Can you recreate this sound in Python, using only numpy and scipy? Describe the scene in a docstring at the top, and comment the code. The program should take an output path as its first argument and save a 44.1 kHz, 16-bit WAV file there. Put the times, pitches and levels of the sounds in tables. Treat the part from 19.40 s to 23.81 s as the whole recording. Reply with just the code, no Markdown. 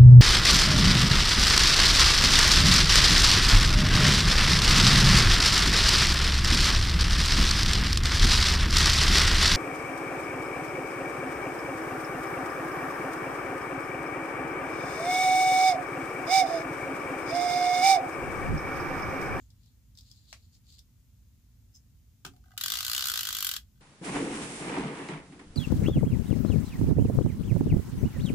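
"""A plastic tape runner is drawn for a second: a pawl rattles over the spool's ratchet, the gears whirr,
and each jolt rings the case and knocks through card into the table. Before the stroke, the runner is
turned in the hand over a craft mat, clicks once, is set down on the card and creaks under the hand.
Fingers brush, tick and squeak on plastic and mat; a small, dry room rumbles underneath."""
import sys
import numpy as np
from scipy import signal
from scipy.fft import rfft, irfft
from scipy.io import wavfile
from scipy.ndimage import uniform_filter1d

SR = 44100
rng = np.random.default_rng(int(sys.argv[2]) if len(sys.argv) > 2 else 0)


def master(y):
    """Save y as 16-bit WAV."""
    cut = np.clip(np.atleast_2d(y).T, -1, 1)
    pcm = np.round(cut * 32767)  # scale
    wavfile.write(sys.argv[1], SR, pcm.astype(np.int16))


N = 194428


def amp(db):
    """Decibels to gain."""
    return 10 ** (np.asarray(db) / 20)


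def unit_rms(x):
    """Scales to an rms of one."""
    return x / np.sqrt(np.mean(x ** 2) + 1e-20)


def curve_at(points, hz):
    """Interpolates a table on a log-frequency axis."""
    f, value = np.transpose(points)
    return np.interp(np.log(hz + 1), np.log(f + 1), value)


def add(mix, start_s, sound):
    """Adds a stereo sound to the mix."""
    part = mix[:, round(start_s * SR):][:, :sound.shape[1]]
    part += sound[:, :part.shape[1]]


def coloured(x, spectrum, size=8192):
    """Minimum-phase filter of unit energy with the given spectrum."""
    log_gain = np.log(amp(curve_at(spectrum, abs(np.fft.fftfreq(size, 1 / SR)))))
    taps = np.fft.ifft(np.exp(np.conj(signal.hilbert(log_gain)))).real[:size // 2]
    return signal.oaconvolve(x, taps[None] / np.linalg.norm(taps), axes=1)[:, :N]


def noise(size=N):
    """Stereo white noise."""
    return rng.standard_normal((2, size))


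def flicker(depth_db, grain_samples):
    """Random gain with an rms swing of depth_db."""
    return amp(depth_db * unit_rms(uniform_filter1d(rng.standard_normal(N), size=grain_samples)))


def unit_blow(x):
    """Scales to the energy of 4 ms at full level."""
    return x * np.sqrt(0.004 * SR / np.sum(x ** 2, axis=1, keepdims=True))


def burst(grain, crack_t60_s, ring_t60_s, ring_db, rise_s=0.00039):
    """Hard contact: a brief crack, then crowded modes decaying."""
    t = np.arange(grain.shape[1]) / SR
    decay = amp(-60 * t / crack_t60_s) + amp(ring_db - 60 * t / ring_t60_s)
    return unit_blow(grain * (1 - np.exp(-t / rise_s)) * decay)


def ring(modes, rise_s, tilt_db_per_oct=0, scatter_db=2, size=8000):
    """Damped modes; each blow shares its energy among them differently."""
    t = np.arange(size) / SR
    hz, db, t60_s = np.transpose(modes)[:, :, None]
    level_db = db + tilt_db_per_oct * np.log2(hz / hz[0])
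    level_db = level_db + scatter_db * rng.standard_normal((2, len(modes), 1))
    waves = np.sin(2 * np.pi * (hz * t + rng.random((2, len(modes), 1))))
    attack = (1 - np.exp(-t / rise_s)) ** 2
    return unit_blow((amp(level_db - 60 * t / t60_s) * waves).sum(1) * attack)


def contacts(rows, spectrum, crack_t60_s, ring_t60_s, ring_db):
    """Hard contacts sharing one spectrum."""
    out = np.zeros((2, N))
    for start_s, db in rows:
        add(out, start_s, amp(db) * burst(noise(4000), crack_t60_s, ring_t60_s, ring_db))
    return coloured(out, spectrum)


def slide(strokes, spectrum, half_width_hz, broad_db, narrow_db, grain_db):
    """Sliding skin: swells of grainy hiss with a resonance set by the contact."""
    t, out = np.arange(N) / SR, np.zeros((2, N))
    broad = unit_rms(coloured(noise() * flicker(grain_db, grain_samples=150), spectrum))
    radius = np.exp(-2 * np.pi * half_width_hz / SR)
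    for middle_s, half_length_s, db, hz in strokes:
        pole = radius * np.exp(2j * np.pi * hz / SR)
        narrow = unit_rms(signal.lfilter([1], np.poly([pole, pole]), broad).real)
        swell = np.exp(-abs((t - middle_s) / half_length_s) ** 1.84)  # 1 is pointed, 2 rounded
        out += amp(db) * swell * (amp(broad_db) * broad + amp(narrow_db) * narrow)
    return out


# Rumble and hiss spectra. Each row: frequency in Hz, relative density in dB.
RUMBLE_SPECTRUM = [(18, -33.5), (42, -12), (54, 0.5), (75, -5), (115, -4.5), (140, -15.5), (250, -19.5),
                   (330, -34), (480, -41), (900, -60.5), (3000, -71)]
HISS_SPECTRUM = [(300, 0.5), (1500, -0.5), (4000, 1), (7000, 3), (9000, -2.5), (13000, 1.5), (15300, 2),
                 (15700, -27)]

def background(rumble_db=-58, hiss_db=-74):
    """Low house rumble and even microphone hiss."""
    rumble = amp(rumble_db) * unit_rms(coloured(noise(), RUMBLE_SPECTRUM))
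    return rumble + amp(hiss_db) * unit_rms(coloured(noise(), HISS_SPECTRUM))


# Finger strokes. Each row: middle in seconds, half length in seconds, level in dB, resonance in Hz.
RUBS = [(0.0, 0.06, -70.5, 6500), (0.26, 0.068, -75, 4100), (0.589, 0.015, -59.5, 4550),
        (0.68, 0.06, -69, 4850), (0.765, 0.098, -67.5, 4430), (0.92, 0.047, -63.5, 4270),
        (1.03, 0.057, -71, 4460), (1.15, 0.024, -64, 5400), (1.32, 0.049, -59.5, 4600),
        (1.388, 0.0057, -57, 3670)]
# Skin friction. Each row: frequency in Hz, relative density in dB.
RUB_SPECTRUM = [(1000, -26), (2400, -14), (3300, -5.5), (4500, -2), (5700, -11), (7200, 1.5), (9000, -14),
                (15000, -15)]

def finger_rubs():
    """Skin brushes over plastic and mat: a broad hiss."""
    return slide(RUBS, RUB_SPECTRUM, half_width_hz=1250, broad_db=-3.5, narrow_db=-4, grain_db=2.5)


# Finger contacts. Each row: start in seconds, level in dB.
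TICKS = [(0.103, -57.5), (0.233, -67), (0.259, -63), (0.552, -61), (0.5735, -50.5), (0.5855, -49.5),
         (0.6085, -52.5), (0.7135, -50.5), (0.8935, -63), (1.3907, -49)]
# Tick spectrum. Each row: frequency in Hz, relative density in dB.
TICK_SPECTRUM = [(500, -28), (2700, -23), (3550, 1.5), (4150, -3), (5000, 6), (6000, -4), (7500, -6.5),
                 (9500, -13.5), (15000, -13.5)]

def finger_ticks(gain_db=-1):
    """Fingers tap lightly on plastic."""
    return amp(gain_db) * contacts(TICKS, TICK_SPECTRUM, crack_t60_s=0.012, ring_t60_s=0.047, ring_db=-5)


# Contacts within the click. Each row: start in seconds, level in dB.
CLICK_HITS = [(0.9281, -39), (0.9297, -54)]
# Click spectrum. Each row: frequency in Hz, relative density in dB.
CLICK_SPECTRUM = [(300, -35), (650, -5), (950, -13.5), (1200, -3), (1600, -9), (2100, 1), (3200, -4.5),
                  (4600, -2), (6400, -6), (9500, -17), (12300, -21), (15700, -29)]

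def grip_click():
    """One sharp click as the grip closes."""
    return contacts(CLICK_HITS, CLICK_SPECTRUM, crack_t60_s=0.0046, ring_t60_s=0.094, ring_db=-22)


# Fingertip catch. Each row: middle in seconds, half length in seconds, level in dB, resonance in Hz.
SQUEAK = [(2.361, 0.016, -52.5, 5190)]
# Squeak spectrum. Each row: frequency in Hz, relative density in dB.
SQUEAK_SPECTRUM = [(2000, -29), (4500, -12), (5100, -8), (6300, 4.5), (6800, -10), (7400, -1), (8200, -19),
                   (15000, -16)]

def finger_squeak():
    """A fingertip catches: brief friction with a narrow resonance."""
    return slide(SQUEAK, SQUEAK_SPECTRUM, half_width_hz=230, broad_db=-4.5, narrow_db=-5, grain_db=3.5)


# Tip contacts on card. Each row: start in seconds, level in dB.
LANDING_HITS = [(2.8489, -38), (2.851, -37), (2.864, -42), (2.875, -52.5)]
# Landing spectrum. Each row: frequency in Hz, relative density in dB.
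LANDING_SPECTRUM = [(120, -9), (260, -2), (390, -6.5), (560, -20), (730, -4.5), (880, -8), (1200, -4),
                    (1500, 1.5), (1900, -15.5), (3000, -3), (4200, -9), (7500, -10.5), (10500, -20),
                    (15200, -18)]
# Tabletop modes. Each row: frequency in Hz, relative level in dB, T60 in seconds.
TABLE_MODES = [(91, -1, 0.13), (159, 2, 0.082), (276, -2.5, 0.085), (379, -3, 0.061), (730, -28, 0.06),
               (1025, -13.5, 0.18), (1570, -9, 0.088)]

def landing(thump_db=-41.5):
    """The runner's tip lands and settles; the first contact rings the table."""
    out = contacts(LANDING_HITS, LANDING_SPECTRUM, crack_t60_s=0.012, ring_t60_s=0.067, ring_db=-10)
    add(out, LANDING_HITS[0][0], amp(thump_db) * ring(TABLE_MODES, rise_s=0.0039, scatter_db=2.5))
    return out


# Plastic case radiation. Each row: frequency in Hz, relative density in dB.
CASE_SPECTRUM = [(300, -25.5), (520, -32.5), (900, -14.5), (1250, -1), (1550, 2), (1750, -5), (2400, -4),
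                 (3000, 3.5), (4600, 4.5), (5800, 0.5), (7400, -1.5), (8700, -9), (13500, -2), (15700, -8)]
# Case modes. Each row: frequency in Hz, relative level in dB, T60 in seconds.
CASE_MODES = [(743.6, -16, 0.039), (1247, 5, 0.016), (1499, 3, 0.029), (1588, -5, 0.051), (1986, -11, 0.08),
              (2890, -8.5, 0.077), (3200, -8, 0.039), (3380, 2.5, 0.023), (4000, -7, .03), (4640, 3, 0.019),
              (7510, 1.5, 0.021)]
# Runs of slips. Each row: start in seconds, length in seconds, level in dB, tilt in dB per octave.
CREAKS = [(2.936, 0.04, -59, -39), (3.039, 0.14, -64, -14.5), (3.116, 0.01, -56, -4.5),
          (3.327, 0.12, -59.5, -37), (4.355, 0.06, -72, -6)]

def case_creaks(gap_s=0.025, jitter=0.55, max_slips=12, swell_db_per_s=44.5, scrape_db=-7):
    """Small slips of the loaded case ring its modes, growing as the load builds."""
    rings, scrapes = np.zeros((2, 2, N))
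    for start_s, length_s, db, run_tilt in CREAKS:
        gaps_s = gap_s * (1 + jitter * (rng.random(max_slips) - 0.5))
        for delay_s in np.cumsum(gaps_s) - gaps_s[0]:
            tilt = run_tilt + 6.5 * rng.standard_normal()
            tone = ring(CASE_MODES, rise_s=0.002, tilt_db_per_oct=tilt, scatter_db=4, size=4000)
            scrape = burst(noise(2000), crack_t60_s=0.0069, ring_t60_s=0.036, ring_db=-3)
            if delay_s < length_s:
                strength = amp(db + swell_db_per_s * delay_s)
                add(rings, start_s + delay_s, strength * tone)
                add(scrapes, start_s + delay_s, strength * amp(scrape_db) * scrape)
    return rings + coloured(scrapes, CASE_SPECTRUM)


# Stroke speed, with surges and snags. Each row: time in seconds, ratchet teeth per second.
STROKE_SPEED = [(3.177, 23.4), (3.22, 38.7), (3.375, 63.6), (3.417, 41.7), (3.479, 68.7), (3.496, 53.9),
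                (3.6, 72.2), (3.62, 58.0), (3.691, 74.2), (3.715, 44.2), (3.801, 66.2), (3.806, 39.4),
                (3.887, 60.0), (3.94, 37.1), (3.944, 56.1), (4.165, 37.4)]

def travel(stop_s=4.175):
    """The stroke per sample: time, speed and ratchet teeth passed."""
    t = np.arange(N) / SR
    knots_s, rates = np.transpose(STROKE_SPEED)
    teeth_per_s = np.interp(t, knots_s, rates) * (t >= knots_s[0]) * (t < stop_s)
    return t, teeth_per_s, np.cumsum(teeth_per_s) / SR


# Hand pressure. Each row: time in seconds, tooth level in dB, relative treble in dB.
PRESSURE = [(3.18, -32.5, -4.5), (3.24, -28.5, -6), (3.41, -29.5, -7.5), (3.52, -28.5, -5.5),
            (3.635, -29.5, -10.5), (3.66, -27.5, -3), (3.75, -28, -7.5), (3.93, -32, -6), (4.06, -31, -1),
            (4.165, -31, -7.5)]

def pawl_drops(teeth_per_turn=15, tightest_tooth=3, bite_db=0.12, bite_treble_db=0.5, scatter_db=1.4):
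    """One drop per tooth, columns as in PRESSURE; the pawl bites harder and brighter once per turn."""
    t, _, teeth = travel()
    starts_s = t[1:][np.diff(np.ceil(teeth)) > 0]
    knots_s, press_db, press_treble_db = np.transpose(PRESSURE)
    bite = np.cos(2 * np.pi * (np.arange(len(starts_s)) - tightest_tooth) / teeth_per_turn)
    level_db = np.interp(starts_s, knots_s, press_db) + bite_db * bite
    level_db += scatter_db * rng.standard_normal(len(starts_s))
    treble_db = np.interp(starts_s, knots_s, press_treble_db) + bite_treble_db * bite
    return np.transpose([starts_s, level_db, treble_db])


def ratchet(drops, likeness=0.55, split_hz=8700, top_db=3, modes_db=-9,
            ping_db=-6, lowest_ping_hz=2887, ping_octaves=0.7, tip_db=-3, tip_hz=13400, size=2000):
    """Each drop rings the case, the pawl and its thin tip, much like the last; the treble dies first."""
    strikes, rings = np.zeros((2, 2, N))
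    lowpass = signal.butter(4, split_hz, "low", fs=SR, output="sos")
    highpass = signal.butter(4, split_hz, "high", fs=SR, output="sos")
    grain = noise(size)
    mean_treble_db = np.mean(drops[:, 2])
    for start_s, db, treble_db in drops:
        grain = likeness * grain + np.sqrt(1 - likeness ** 2) * noise(size)
        body = burst(grain, crack_t60_s=0.023, ring_t60_s=0.042, ring_db=23, rise_s=0.00022)
        top = burst(grain, crack_t60_s=0.00142, ring_t60_s=0.025, ring_db=2, rise_s=0.00031)
        sharpness = amp(top_db + treble_db - mean_treble_db)
        strike = signal.sosfilt(lowpass, body) + sharpness * signal.sosfilt(highpass, top)
        add(strikes, start_s, amp(db) * strike)
        add(rings, start_s, amp(db + modes_db) * ring(CASE_MODES, rise_s=0.00065, scatter_db=1))
        ping_hz = lowest_ping_hz * 2 ** (ping_octaves * rng.random() ** 1.546)  # skewed low
        ping = ring([(ping_hz, 0, 0.028)], rise_s=0.00011, size=size)
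        add(rings, start_s, amp(db + ping_db) * ping)
        tip = ring([(tip_hz * rng.uniform(0.97, 1.04), 0, 0.009)], rise_s=0.00023, size=size)
        add(rings, start_s, amp(db + treble_db + tip_db) * tip)
    return coloured(strikes, CASE_SPECTRUM) + rings


def gears(whirr_db=-45, meshes_per_tooth=7, mesh_depth=0.27, climb_db=3):
    """Gear teeth rub and the tape crackles off its liner; both grow with speed."""
    _, teeth_per_s, teeth = travel()
    meshing = 1 + mesh_depth * np.cos(2 * np.pi * meshes_per_tooth * teeth)
    climbing = amp(climb_db * (teeth % 1) ** 2)  # the pawl scrapes harder riding up each tooth
    tautness = np.minimum(teeth, 1)  # the first tooth takes up the slack
    speed_gain = (teeth_per_s / teeth_per_s.max()) ** 0.27
    crackle = unit_rms(flicker(depth_db=3, grain_samples=30) * noise())
    return amp(whirr_db) * coloured(crackle * meshing * climbing * tautness * speed_gain, CASE_SPECTRUM)


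def table_knocks(drops, knock_db=-31):
    """The ratchet's jolts pass through the card into the table."""
    out = np.zeros((2, N))
    for start_s, db, _ in drops:
        knock = ring(TABLE_MODES, rise_s=0.0024, tilt_db_per_oct=-3.5, scatter_db=5.5)
        add(out, start_s, amp(db + knock_db) * knock)
    return out


# Room decay. Each row: frequency in Hz, T60 in seconds.
ROOM_DECAY = [(150, 0.69), (600, 0.12), (3000, .14), (14000, 0.13)]

def room(x, first_echo_s=0.0053, echo_density=0.15, size=12000):
    """Close walls and furniture: a short tail, each band decaying at its own rate."""
    echoes = noise(size) * (rng.random((2, size)) < echo_density) * (np.arange(size) > first_echo_s * SR)
    hz, t, bands = signal.stft(echoes, SR, nperseg=256)
    decay = amp(-60 * t / curve_at(ROOM_DECAY, hz)[:, None])
    _, tail = signal.istft(bands * decay, SR, nperseg=256)
    return signal.fftconvolve(x, tail / np.linalg.norm(tail, axis=1, keepdims=True), axes=1)[:, :N]


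def scene(runner_wet_db=-10, hand_wet_db=-7):
    """The runner and the hands in the room."""
    drops = pawl_drops()
    runner = ratchet(drops) + gears() + table_knocks(drops)
    hands = finger_ticks() + grip_click() + landing() + case_creaks() + finger_rubs() + finger_squeak()
    reverb = room(amp(runner_wet_db) * runner + amp(hand_wet_db) * hands)
    return runner + hands + reverb + background()


# Port likeness. Each row: frequency in Hz, left-right coherence from 0 to 1.
PORT_COHERENCE = [(60, 0.95), (130, 0.89), (290, 0.73), (700, 0.62), (1300, 0.44), (2400, 0.1),
                  (7000, 0.08), (14000, 0.14)]
# Port balance. Each row: frequency in Hz, left minus right in dB.
PORT_BALANCE = [(100, -0.9), (400, 2.5), (1300, 1), (2200, 1), (3000, 3), (4200, 2), (5600, 1), (7200, 7),
                (8200, -1.5), (13000, -1), (15000, -0.5)]

def record(dry, cutoff_hz=15600):
    """Two microphone ports hear the bass alike and colour the treble differently; a low-pass follows."""
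    hz = np.fft.rfftfreq(N, 1 / SR)
    left, right = rfft(dry, axis=1)
    coherence = curve_at(PORT_COHERENCE, hz)
    lean = amp(curve_at(PORT_BALANCE, hz) / 2)
    mid = np.sqrt(1 + coherence) * (left + right) / 2
    side = np.sqrt(1 - coherence) * (left - right) / 2
    ports = irfft(np.array([(mid + side) * lean, (mid - side) / lean]), N, axis=1)
    lowpass = signal.firwin(201, cutoff_hz, window=("kaiser", 9), fs=SR)
    return signal.oaconvolve(ports, lowpass[None], "same", axes=1)


dry = scene()
out = record(dry)
master(out)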